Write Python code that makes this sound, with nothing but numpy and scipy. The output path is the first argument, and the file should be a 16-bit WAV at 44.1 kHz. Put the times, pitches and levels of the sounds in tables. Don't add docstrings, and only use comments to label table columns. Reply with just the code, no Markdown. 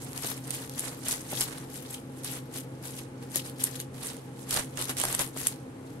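import sys
import numpy as np
from scipy import signal
from scipy.fft import rfft, irfft
from scipy.io import wavfile

SR = 44100
rng = np.random.default_rng(int(sys.argv[2]) if len(sys.argv) > 2 else 0)


def to_wav(sig):
    pcm = np.clip(np.atleast_2d(sig), -1, 1) * 32767
    pcm = np.round(pcm).astype(np.int16)
    wavfile.write(sys.argv[1], SR, pcm.T)


N = 264600


def from_db(db):
    return 10 ** (np.asarray(db) / 20)


def rms_one(x):
    return x / np.sqrt(np.mean(x ** 2) + 1e-20)


def at_hz(points, hz):
    table_hz, values = np.transpose(points)
    return np.interp(np.log(hz + 1), np.log(table_hz), values)


def colour(x, spectrum):
    log_gain = np.log(from_db(at_hz(spectrum, np.fft.rfftfreq(4096, 1 / SR))))
    cepstrum = irfft(log_gain)
    cepstrum[1:2048] *= 2
    cepstrum[2049:] = 0
    response = irfft(np.exp(rfft(cepstrum)))
    return signal.fftconvolve(np.atleast_2d(x), response[None], axes=1)[:, :N]


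def drift(rate_hz):
    r = np.exp(-2 * np.pi * rate_hz / SR)
    wander = signal.lfilter([1], [1, -2 * r, r * r], rng.standard_normal(N + SR))
    return rms_one(wander[SR:])


def pair(likeness):
    mid, side = rng.standard_normal((2, N))
    alike = at_hz(likeness, np.fft.rfftfreq(N, 1 / SR))
    shared = np.sqrt((1 + alike) / 2) * rfft(mid)
    opposed = np.sqrt((1 - alike) / 2) * rfft(side)
    return irfft(shared + opposed * [[1], [-1]], N)


def sides(pan_db):
    return from_db(np.array([pan_db, -pan_db]) / 2)


# frequency in Hz, relative level in dB per Hz.
AIRFLOW = [(15, -27), (25, -25), (74, -12), (106, -5.5), (131, 1.5), (192, -6.5), (269, -1), (386, -9.5),
           (463, -4), (600, -16), (797, -14.5), (930, -18), (1640, -23), (5820, -38), (12000, -45.5),
           (15600, -51), (22000, -120)]
# frequency in Hz, width in Hz, level in dB rms.
CASING = [(263, 69, -68), (311, 61, -62), (462, 23, -66), (516.4, 14, -61), (807, 35, -62)]
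MOTOR_HUM = [-47, -50]
# frequency in Hz, left-right likeness (1 is identical).
FAN_LIKENESS = [(25, 0.98), (60, 0.99), (110, 0.98), (200, 0.99), (380, 0.88), (700, 0.29), (1300, 0.27),
                (3000, 0.034)]
AIRFLOW_DB = -44
HUM_HZ, HUM_WANDER_HZ, HUM_WAVER_DB = 130.9, .5, 0.3


def fan():
    white = pair(FAN_LIKENESS)
    out = from_db(AIRFLOW_DB) * rms_one(colour(white, AIRFLOW))
    for hz, width_hz, level_db in CASING:
        r = np.exp(-np.pi * width_hz / SR)
        poles = [1, -2 * r * np.cos(2 * np.pi * hz / SR), r * r]
        ringing = signal.lfilter([1, 0, -1], poles, white)
        ringing = signal.lfilter([1, 0, -1], poles, ringing)
        out = out + from_db(level_db) * rms_one(ringing)
    phase = 2 * np.pi * np.cumsum(HUM_HZ + HUM_WANDER_HZ * drift(3.1)) / SR
    for harmonic, level_db in enumerate(MOTOR_HUM, start=1):
        gain = from_db(level_db + HUM_WAVER_DB * drift(4.4))
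        out = out + np.sqrt(2) * gain * np.sin(harmonic * phase)
    return out


ROOM_T60_S, ROOM_DB = .14, -11


def room(x):
    t = np.arange(SR // 3) / SR
    tail = rng.standard_normal((2, len(t))) * from_db(-60 * t / ROOM_T60_S) * (t > .004)
    tail /= np.sqrt(np.sum(tail ** 2, axis=1, keepdims=True))
    return from_db(ROOM_DB) * signal.fftconvolve(x, tail, axes=1)[:, :N]


# start in seconds, peak in dB before room and
# microphones, pitch in Hz.
BUMPS = [(0.245, -27, 347), (0.879, -39, 495), (1.107, -38, 435), (1.327, -26, 320), (1.409, -33, 606),
         (2.27, -50, 447), (3.357, -28, 303), (4.546, -34.5, 315), (4.574, -27, 1110), (4.81, -38, 277),
         (5.0365, -20, 980), (5.195, -35, 253), (5.363, -29.5, 496)]
BUMP_RISE_S, BUMP_T60_S = 0.0015, 0.016
BUMP_WIDTH = 0.8


def thuds():
    out = np.zeros((2, N))
    t = np.arange(SR // 10) / SR
    for start_s, peak_db, hz in BUMPS:
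        swell = 1 - np.exp(-t / BUMP_RISE_S)
        puff = swell * from_db(-60 * t / BUMP_T60_S) * rng.standard_normal(len(t))
        edges_hz = [hz / (1 + BUMP_WIDTH), hz * (1 + BUMP_WIDTH)]
        band = signal.butter(1, edges_hz, "band", fs=SR, output="sos")
        bump = signal.sosfilt(band, signal.sosfilt(band, puff))
        at = round(start_s * SR)
        out[:, at:at + len(t)] += from_db(peak_db) * bump / np.max(np.abs(bump))
    return out


# time at full strength in seconds, hold in seconds, rustle
# level in dB, large-sheet flap in dB relative to it, swelling in dB per second, dying away in dB per second.
HAND_GRIPS = [(0.0, 0.093, -48.5, -3, 400, 400), (0.168, 0.01, -42.5, -2.5, 280, 250),
              (0.242, 0.063, -35.5, -4.5, 310, 212), (0.47, 0.062, -45.5, -5, 300, 207),
              (0.545, 0.0064, -38, -5, 200, 200), (0.6, 0.049, -44.5, -4, 100, 300),
              (0.72, 0.024, -46, -12.5, 300, 200), (0.93, 0.056, -52, 0, 200, 300),
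              (0.797, 0.0045, -36, -10.5, 400, 139), (0.876, 0.0035, -40, 0.5, 130, 253),
              (1.063, 0.029, -35.5, -6, 446, 104), (1.101, 0.018, -30.5, -12, 233, 228),
              (1.32, 0.023, -38.5, -5, 247, 97), (1.411, 0.014, -30.5, -9.5, 153, 285),
              (1.482, 0.1, -47, 0, 200, 111.1), (1.76, 0.01, -43.5, -12, 162, 100),
              (1.83, 0.05, -51, -4, 150, 200), (1.938, .005, -39.5, -8.5, 300, 292),
              (2.195, .005, -50.5, -13, 150, 250), (2.248, 0.024, -36.5, -11, 910, 170),
              (2.31, 0.063, -42, -6, 200, 350), (2.564, 0.01, -36, -9.5, 373, 312),
              (2.856, 0.0036, -39, -8, 426, 143), (2.993, 0.0036, -41.5, -8.5, 150, 352),
              (3.231, 0.0039, -52.5, -4, 330, 230), (3.363, 0.0048, -30, -14.5, 404, 348),
              (3.458, 0.0071, -41, -8.5, 500, 222), (3.607, 0.058, -39, -8, 503, 200),
              (3.756, 0.0032, -41, -13, 259, 320), (3.803, 0.0029, -38.5, -26, 700, 443),
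              (3.947, 0.0045, -51.5, -1.5, 700, 40), (4.01, 0.027, -42, -10, 650, 99),
              (4.064, 0.012, -39.5, -3, 200, 182), (4.425, 0.0038, -50, -20, 130, 330),
              (4.514, 0.03, -30.5, -18, 600, 210), (4.567, 0.0084, -32, 0, 248, 233),
              (4.775, 0.014, -42, 1, 900, 200), (4.817, 0.0074, -33.5, -8, 245, 310),
              (4.896, 0.0025, -32.5, -2.5, 553, 425), (4.977, 0.024, -31, -9.5, 1400, 150),
              (5.05, 0.1, -36.5, -2.5, 200, 300), (5.198, 0.019, -31.5, -4.5, 700, 272),
              (5.374, 0.11, -37, -8.5, 460, 230), (5.91, 0.007, -59, -17, 102, 100)]
# time in seconds, level in dB.
FAINT_CRACKLE = [(0, -51), (1.6, -82), (2.1, -62), (3, -65), (3.9, -75), (4.7, -85), (5.3, -63), (6, -68)]
FAINT_FLAP_DB = -5


def handling():
    full_s, hold_s, level_db, flap_db, rise, fall = np.transpose(HAND_GRIPS)[:, :, None]
    t = np.arange(0, N + 64, 64) / SR
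    before_s = np.maximum(full_s - t, 0)
    after_s = np.maximum(t - full_s - hold_s, 0)
    grip_db = level_db - rise * before_s - fall * after_s
    faint_db = np.interp(t, *np.transpose(FAINT_CRACKLE))
    gains = []
    for grips_db, rest_db in [(grip_db, faint_db), (grip_db + flap_db, faint_db + FAINT_FLAP_DB)]:
        power = np.sum(from_db(grips_db) ** 2, axis=0) + from_db(rest_db) ** 2
        gains.append(np.interp(np.arange(N) / SR, t, np.sqrt(power)))
    return gains


# frequency in Hz, left-right likeness (1 is identical).
PAPER_SPREAD = [(250, 1), (450, 0.48), (800, 1), (1300, 0.41), (2000, 0.068), (3300, 0.3), (6000, 0.013)]
PUFF_RISE_S = .0006


def bursts(clicks, t60_s):
    rise = np.exp(-1 / (PUFF_RISE_S * SR))
    envelope = signal.lfilter([1], [1, -from_db(-60 / (t60_s * SR))], clicks + 1e-18)
    envelope = signal.lfilter([1 - rise], [1, -rise], envelope)
    return envelope * np.clip(pair(PAPER_SPREAD), -1.5, 1.5)


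BUCKLES_PER_S, BUCKLE_SPREAD_DB, CLUMP_DB = 600, 2.5, 2


def buckling(t60_s, spectrum):
    born = rng.random(N) < BUCKLES_PER_S / SR
    size_db = BUCKLE_SPREAD_DB * np.minimum(rng.exponential(1, N), 5) + CLUMP_DB * drift(31)
    return rms_one(colour(bursts(born * from_db(size_db), t60_s), spectrum))


CREASE_PITCHES = [1900, 2970, 4070, 5010, 6280, 8000, 9000, 14160]
# frequency in Hz, level in dB.
RUSTLE_COLOUR = [(1000, -16.5), (2000, -2.5), (3500, 1), (6000, -1.5), (9000, -3.5), (16000, 7)]
# frequency in Hz, level in dB per Hz.
SHEET_COLOUR = [(200, -3), (400, -0.5), (800, -0.5), (1600, -0.5), (3000, -7.5), (6000, -17)]
CREASE_T60_S, SHEET_T60_S = 0.008, 0.037
PITCH_PEAK_DB = 17
SIZE_SHIFT_DB = 2.5
PAN_WANDER_DB = 2.5


def rustle():
    level, flap = handling()
    creases = 0
    for hz in CREASE_PITCHES:
        peak = [(hz / 2, -PITCH_PEAK_DB), (hz, 0), (hz * 2, -PITCH_PEAK_DB)]
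        creases = creases + from_db(SIZE_SHIFT_DB * drift(27.0)) * buckling(CREASE_T60_S, peak)
    creases = rms_one(colour(creases, RUSTLE_COLOUR))
    sheet = buckling(SHEET_T60_S, SHEET_COLOUR)
    return sides(PAN_WANDER_DB * drift(4.2)) * (level * creases + flap * sheet)


SMALL_PER_S, SMALL_T60_S, SMALL_PAN_SPREAD_DB = 16, 0.004, 2.5
SMALL_DB, SMALL_SPREAD_DB = -8.5, 5.5
SMALL_FOLD_DB, SMALL_SHEET_DB = -19, -7


def small_snaps():
    at = np.flatnonzero(rng.random(N - SR // 10) < SMALL_PER_S / SR)
    chance, same = rng.standard_normal((len(at), 3)), np.ones(len(at))
    rustle_gain = handling()[0][at]
    level_db = 20 * np.log10(rustle_gain) + SMALL_DB + SMALL_SPREAD_DB * chance[:, 0]
    pitch_hz = 7000 * 1.6 ** chance[:, 1]
    return np.transpose([at / SR, level_db, SMALL_FOLD_DB * same, SMALL_SHEET_DB * same, pitch_hz,
                         SMALL_T60_S * same, SMALL_PAN_SPREAD_DB * chance[:, 2]])


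# start in seconds, crack level in dB rms over its first moments
# before panning, fold in dB relative to it, sheet in dB relative to it, crack pitch in Hz, time to fall
# 60 dB in seconds, left over right in dB.
LOUD_SNAPS = [(0.1197, -46.0, -19.0, -7.0, 9000.0, 0.007, -5.0),
              (0.1312, -38.0, -7.0, -13.0, 5300.0, 0.005, -3.0),
              (0.1618, -39.0, -7.0, -16.0, 6200.0, 0.007, 0.0),
              (0.1768, -30.0, -4.0, -18.0, 5000, 0.006, -2.0),
              (0.2347, -38.0, 2.0, -13.0, 5000, 0.011, 0.0), (0.2452, -35.0, -3.0, -5.0, 5000, 0.011, -2.0),
              (0.2718, -34.0, -8.0, -9.0, 6200.0, 0.008, 6.0),
              (0.3159, -36.0, -3.0, -13.0, 5000, 0.008, 4.0),
              (0.3769, -41.0, -11.0, -6.0, 8100.0, 0.011, -3.0),
              (0.4777, -43.0, -6.0, -9.0, 9400.0, 0.007, 3.0),
              (0.5062, -27.0, -8.0, -20.0, 8500.0, 0.007, -1.0),
              (0.5128, -37.0, -1.0, -17.0, 5100.0, 0.009, 0.0),
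              (0.5475, -36.0, -9.0, -11.0, 11800.0, 0.011, 2.0),
              (0.6755, -46.0, -5.0, -7.0, 6100.0, 0.009, 0.0),
              (0.6953, -39.0, -3.0, -17.0, 5000, 0.006, -4.0),
              (0.7372, -44.0, -7.0, -5.0, 5000, 0.011, -1.0),
              (0.7799, -36.0, -2.0, -13.0, 5000, 0.011, -1.0),
              (0.7888, -38.0, -5.0, -10.0, 8300.0, 0.011, -1.0),
              (0.7943, -27.0, -17.0, -26.0, 9000.0, 0.003, -4.0),
              (0.8047, -34.0, -12.0, -19.0, 11600.0, 0.011, 2.0),
              (0.8591, -44.0, -1.0, -10.0, 5000, 0.009, -3.0),
              (0.8815, -38.0, -2.0, -4.0, 9200.0, 0.011, -5.0),
              (0.9462, -48.0, -10.0, -9.0, 5500.0, 0.011, -7.0),
              (1.084, -25.0, -12.0, -18.0, 8400.0, 0.01, 0.0),
              (1.1111, -29.0, -5.0, -17.0, 7200.0, 0.011, 0.0),
              (1.1264, -27.0, -11.0, -19.0, 8500.0, 0.006, -4.0),
              (1.3142, -36.0, -11.0, -11.0, 8500.0, 0.011, -2.0),
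              (1.3637, -36.0, -13.0, -9.0, 11500.0, 0.011, 5.0),
              (1.4085, -22.0, -7.0, -11.0, 8300.0, 0.008, -5.0),
              (1.4139, -32.0, 0.0, -10.0, 5000, 0.011, 5.0),
              (1.48, -43.0, -6.0, -3.0, 10000.0, 0.011, -1.0),
              (1.5085, -46.0, 0.0, -2.0, 5000, 0.011, -3.0), (1.5265, -43.0, 0.0, -7.0, 5600.0, 0.01, 0.0),
              (1.5824, -41.0, -6.0, -16.0, 10000.0, 0.01, -4.0),
              (1.7415, -43.0, -8.0, -8.0, 11700.0, 0.007, 4.0),
              (1.7577, -42.0, -2.0, -6.0, 5000, 0.011, -2.0),
              (1.9419, -39.0, -13.0, -17.0, 7300.0, 0.011, 4.0),
              (2.2344, -40.0, -8.0, -16.0, 5000.0, 0.011, -2.0),
              (2.2459, -30.0, -7.0, -18.0, 11700.0, 0.005, 1.0),
              (2.3138, -37.0, -13.0, -13.0, 11800.0, 0.011, 5.0),
              (2.3554, -42.0, -3.0, -15.0, 8800.0, 0.01, -7.0),
              (2.3637, -43.0, -4.0, -16.0, 5000, 0.011, -2.0),
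              (2.5379, -45.0, -8.0, -11.0, 5000, 0.006, -1.0),
              (2.5597, -39.0, -6.0, -16.0, 8900.0, 0.007, 0.0),
              (2.5743, -38.0, -9.0, -16.0, 11800.0, 0.011, 4.0),
              (2.5849, -39.0, -9.0, -11.0, 11800.0, 0.011, 4.0),
              (2.8544, -40.0, -9.0, -7.0, 9600.0, 0.011, -1.0),
              (2.9894, -41.0, -7.0, -14.0, 5000, 0.011, -3.0),
              (2.9927, -44.0, -6.0, -10.0, 10600.0, 0.011, 4.0),
              (3.226, -52.0, -2.0, 0.0, 5000, 0.011, -2.0), (3.3168, -45.0, -4.0, -12.0, 5000, 0.009, 7.0),
              (3.3476, -37.0, -6.0, -15.0, 5000, 0.008, -3.0),
              (3.3579, -22.0, -10.0, -17.0, 11700.0, 0.006, 3.0),
              (3.3756, -32.0, -7.0, -24.0, 5000.0, 0.011, 3.0),
              (3.4586, -43.0, -6.0, -6.0, 5200.0, 0.011, -1.0),
              (3.4965, -42.0, -3.0, -13.0, 9500.0, 0.009, -3.0),
              (3.5838, -47.0, -7.0, -13.0, 5000.0, 0.011, -1.0), (3.6025, -38, -4, -14, 9000, 0.008, 0),
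              (3.6219, -41.0, -10.0, -14.0, 9200.0, 0.011, 0.0), (3.6378, -24, -12, -26, 11500, 0.005, 2),
              (3.6401, -18.0, -15.0, -29.0, 9400.0, 0.003, -1.0), (3.6492, -32, -10, -20, 10000, 0.011, 0),
              (3.7558, -40.0, -8.0, -7.0, 9000.0, 0.011, -4.0),
              (3.76, -41.0, -8.0, -16.0, 5000, 0.011, -2.0),
              (3.8008, -33.0, -1.0, -16.0, 5000, 0.008, -2.0),
              (4.0297, -39.0, -9.0, -9.0, 5000, 0.011, -1.0),
              (4.0333, -38.0, -8.0, -10.0, 10700.0, 0.011, 1.0),
              (4.0511, -40.0, -8.0, -13.0, 9600.0, 0.011, -4.0),
              (4.069, -34.0, -7.0, -18.0, 8600.0, 0.011, -2.0),
              (4.0862, -44.0, 1.0, -2.0, 5000, 0.011, 1.0), (4.1321, -46.0, -2.0, -6.0, 5000, 0.01, -3.0),
              (4.1443, -47.0, -8.0, -7.0, 5000, 0.006, -7.0),
              (4.1669, -45.0, -4.0, -11.0, 7100.0, 0.01, -3.0), (4.3924, -50.0, 1.0, 0.0, 5000, 0.011, 2.0),
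              (4.4931, -39.0, -9.0, -18.0, 8800.0, 0.009, -1.0),
              (4.5079, -24.0, -10.0, -19.0, 5000.0, 0.011, -5.0),
              (4.5274, -32.0, -12.0, -18.0, 9600.0, 0.011, -1.0),
              (4.5411, -25.0, -9.0, -13.0, 8400.0, 0.011, 0.0),
              (4.5633, -27.0, -2.0, -9.0, 5000, 0.011, -5.0), (4.5725, -31.0, 3.0, -2.0, 5000, 0.009, -4.0),
              (4.5942, -32.0, -8.0, -14.0, 8800.0, 0.008, -7.0),
              (4.6451, -46.0, -4.0, -11.0, 6500.0, 0.008, -4.0),
              (4.7728, -37.0, 3.0, -10.0, 5000, 0.011, -6.0), (4.7908, -40.0, 1.0, -7.0, 5000, 0.011, -3.0),
              (4.8131, -31.0, -8.0, -10.0, 9700.0, 0.011, -6.0),
              (4.8235, -29.0, -4.0, -15.0, 5400.0, 0.011, -5.0),
              (4.8414, -33.0, -12.0, -19.0, 8400.0, 0.011, 3.0),
              (4.8537, -36.0, -3.0, -12.0, 11000.0, 0.011, 4.0),
              (4.8839, -37.0, -7.0, -16.0, 5700.0, 0.011, -1.0),
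              (4.8934, -28.0, -6.0, -13.0, 5000, 0.011, -5.0),
              (4.9007, -35.0, -7.0, -11.0, 5000, 0.011, -1.0),
              (4.906, -40.0, -3.0, -9.0, 5300.0, 0.005, 1.0),
              (4.9681, -34.0, -2.0, -15.0, 5000, 0.011, -3.0),
              (4.9856, -40.0, 4.0, -8.0, 5000, 0.003, -4.0),
              (4.9992, -27.0, -6.0, -21.0, 8400.0, 0.007, -3.0),
              (5.0147, -26.0, -7.0, -13.0, 7900.0, 0.011, -4.0),
              (5.0367, -26.0, -8.0, -6.0, 5000, 0.011, -5.0),
              (5.0517, -25.0, -8.0, -15.0, 5000, 0.011, -4.0),
              (5.0838, -34.0, -8.0, -15.0, 8000.0, 0.006, -4.0),
              (5.1264, -26.0, -10.0, -14.0, 6700.0, 0.011, -1.0),
              (5.1491, -23.0, -10.0, -22.0, 9000.0, 0.005, -6.0),
              (5.1926, -24.0, -6.0, -20.0, 6000.0, 0.005, -7.0),
              (5.2046, -32.0, -7.0, -19.0, 5300.0, 0.011, -2.0),
              (5.2161, -35.0, -8.0, -15.0, 7800.0, 0.011, -1.0),
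              (5.2345, -39.0, 1.0, -4.0, 5000.0, 0.006, -2.0),
              (5.2752, -40.0, -12.0, -14.0, 8800.0, 0.011, -3.0),
              (5.3733, -36.0, -10.0, -7.0, 8200.0, 0.006, -5.0),
              (5.3813, -41.0, -5.0, -7.0, 5000, 0.011, -3.0),
              (5.4027, -35.0, -9.0, -16.0, 9000.0, 0.008, -1.0),
              (5.4142, -33.0, -8.0, -24.0, 5000.0, 0.011, -1.0),
              (5.4694, -17.0, -13.0, -24.0, 8300.0, 0.007, 0.0), (5.4722, -27, -10, -20, 10000, 0.011, 0),
              (5.4813, -31.0, -15.0, -24.0, 8800.0, 0.01, -2.0),
              (5.5594, -52.0, -1.0, -6.0, 5000, 0.011, -2.0)]
# frequency in Hz, level in dB per Hz.
CRACK_COLOUR = [(1500, -22), (3000, -14), (5000, -6), (7000, -1), (9000, 1), (12000, 3), (16000, 5)]
# frequency in Hz, level in dB per Hz.
FOLD_COLOUR = [(1000, -14), (2000, -4), (3500, 0), (5000, -3), (9000, -15)]
PITCH_LIFT_DB, PITCH_WIDTH_OCTAVES = 7, .3
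SNAP_LIKENESS = .1
SNAP_RISE_S, SNAP_HOLD_S, SHUDDER_T60_S = .00015, .0007, .012
LEVEL_SPAN_S = .0025


def snaps():
    rows = np.vstack([LOUD_SNAPS, small_snaps()])
    start_s, crack_db, fold_db, sheet_db, pitch_hz, t60_s, pan_db = rows.T[:, :, None]
    size = 2048
    t, hz = np.arange(size) / SR, np.fft.rfftfreq(size, 1 / SR) + 1
    octaves_off = np.log2(hz / pitch_hz)
    pitch_lift_db = PITCH_LIFT_DB * np.exp(-(octaves_off / PITCH_WIDTH_OCTAVES) ** 2 / 2)
    layers = [(0, t60_s, at_hz(CRACK_COLOUR, hz) + pitch_lift_db),
              (fold_db, t60_s, at_hz(FOLD_COLOUR, hz)),
              (sheet_db, SHUDDER_T60_S, at_hz(SHEET_COLOUR, hz))]
    events = 0
    for share_db, dying_s, colour_db in layers:
        mid, side = np.moveaxis(rng.standard_normal((len(rows), 2, size)), 1, 0)
        opposed = np.sqrt(1 - SNAP_LIKENESS) * side * [[[1]], [[-1]]]
        stereo = np.sqrt(1 + SNAP_LIKENESS) * mid + opposed
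        noise = irfft(rfft(stereo) * from_db(colour_db))
        swell = 1 - np.exp(-t / SNAP_RISE_S)
        puff = noise * swell * from_db(-60 * np.maximum(t - SNAP_HOLD_S, 0) / dying_s)
        first_rms = np.std(puff[..., :round(LEVEL_SPAN_S * SR)], axis=2, keepdims=True)
        events = events + from_db(crack_db + share_db) * puff / first_rms
    panned = np.moveaxis(events * sides(pan_db), 1, 0)
    out = np.zeros((2, N + size))
    for at, event in zip(np.round(start_s[:, 0] * SR).astype(int), panned):
        out[:, at:at + size] += event
    return out[:, :N]


RIGHT_LAG_S = 0.00019


def scene():
    paper = rustle() + snaps() + thuds()
    left, right = paper + room(paper) + fan()
    lag = round(RIGHT_LAG_S * SR)
    return np.vstack([left, np.concatenate([right[:lag], right])[:N]])


# frequency in Hz, gain in dB.
LEFT_PORT = [(5000, -0.5), (7500, 4), (10000, 5.5), (11900, 10.5), (12200, -34), (12600, 0.5),
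             (13700, -3.5), (15500, -11)]
RIGHT_PORT = [(5000, -1), (7200, 4), (9000, 9.5), (10000, 5.5), (11900, -0.5), (12500, -23), (13100, -26),
              (13600, -26), (14200, -40), (15500, -15)]
HEADROOM, CUTOFF_HZ = 1.3, 16100


def record(dry):
    coloured = np.vstack([colour(dry[0], LEFT_PORT), colour(dry[1], RIGHT_PORT)])
    rounded = HEADROOM * np.tanh(coloured / HEADROOM)
    return signal.sosfilt(signal.cheby2(20, 60, CUTOFF_HZ, fs=SR, output="sos"), rounded)


dry = scene()
out = record(dry)
to_wav(out)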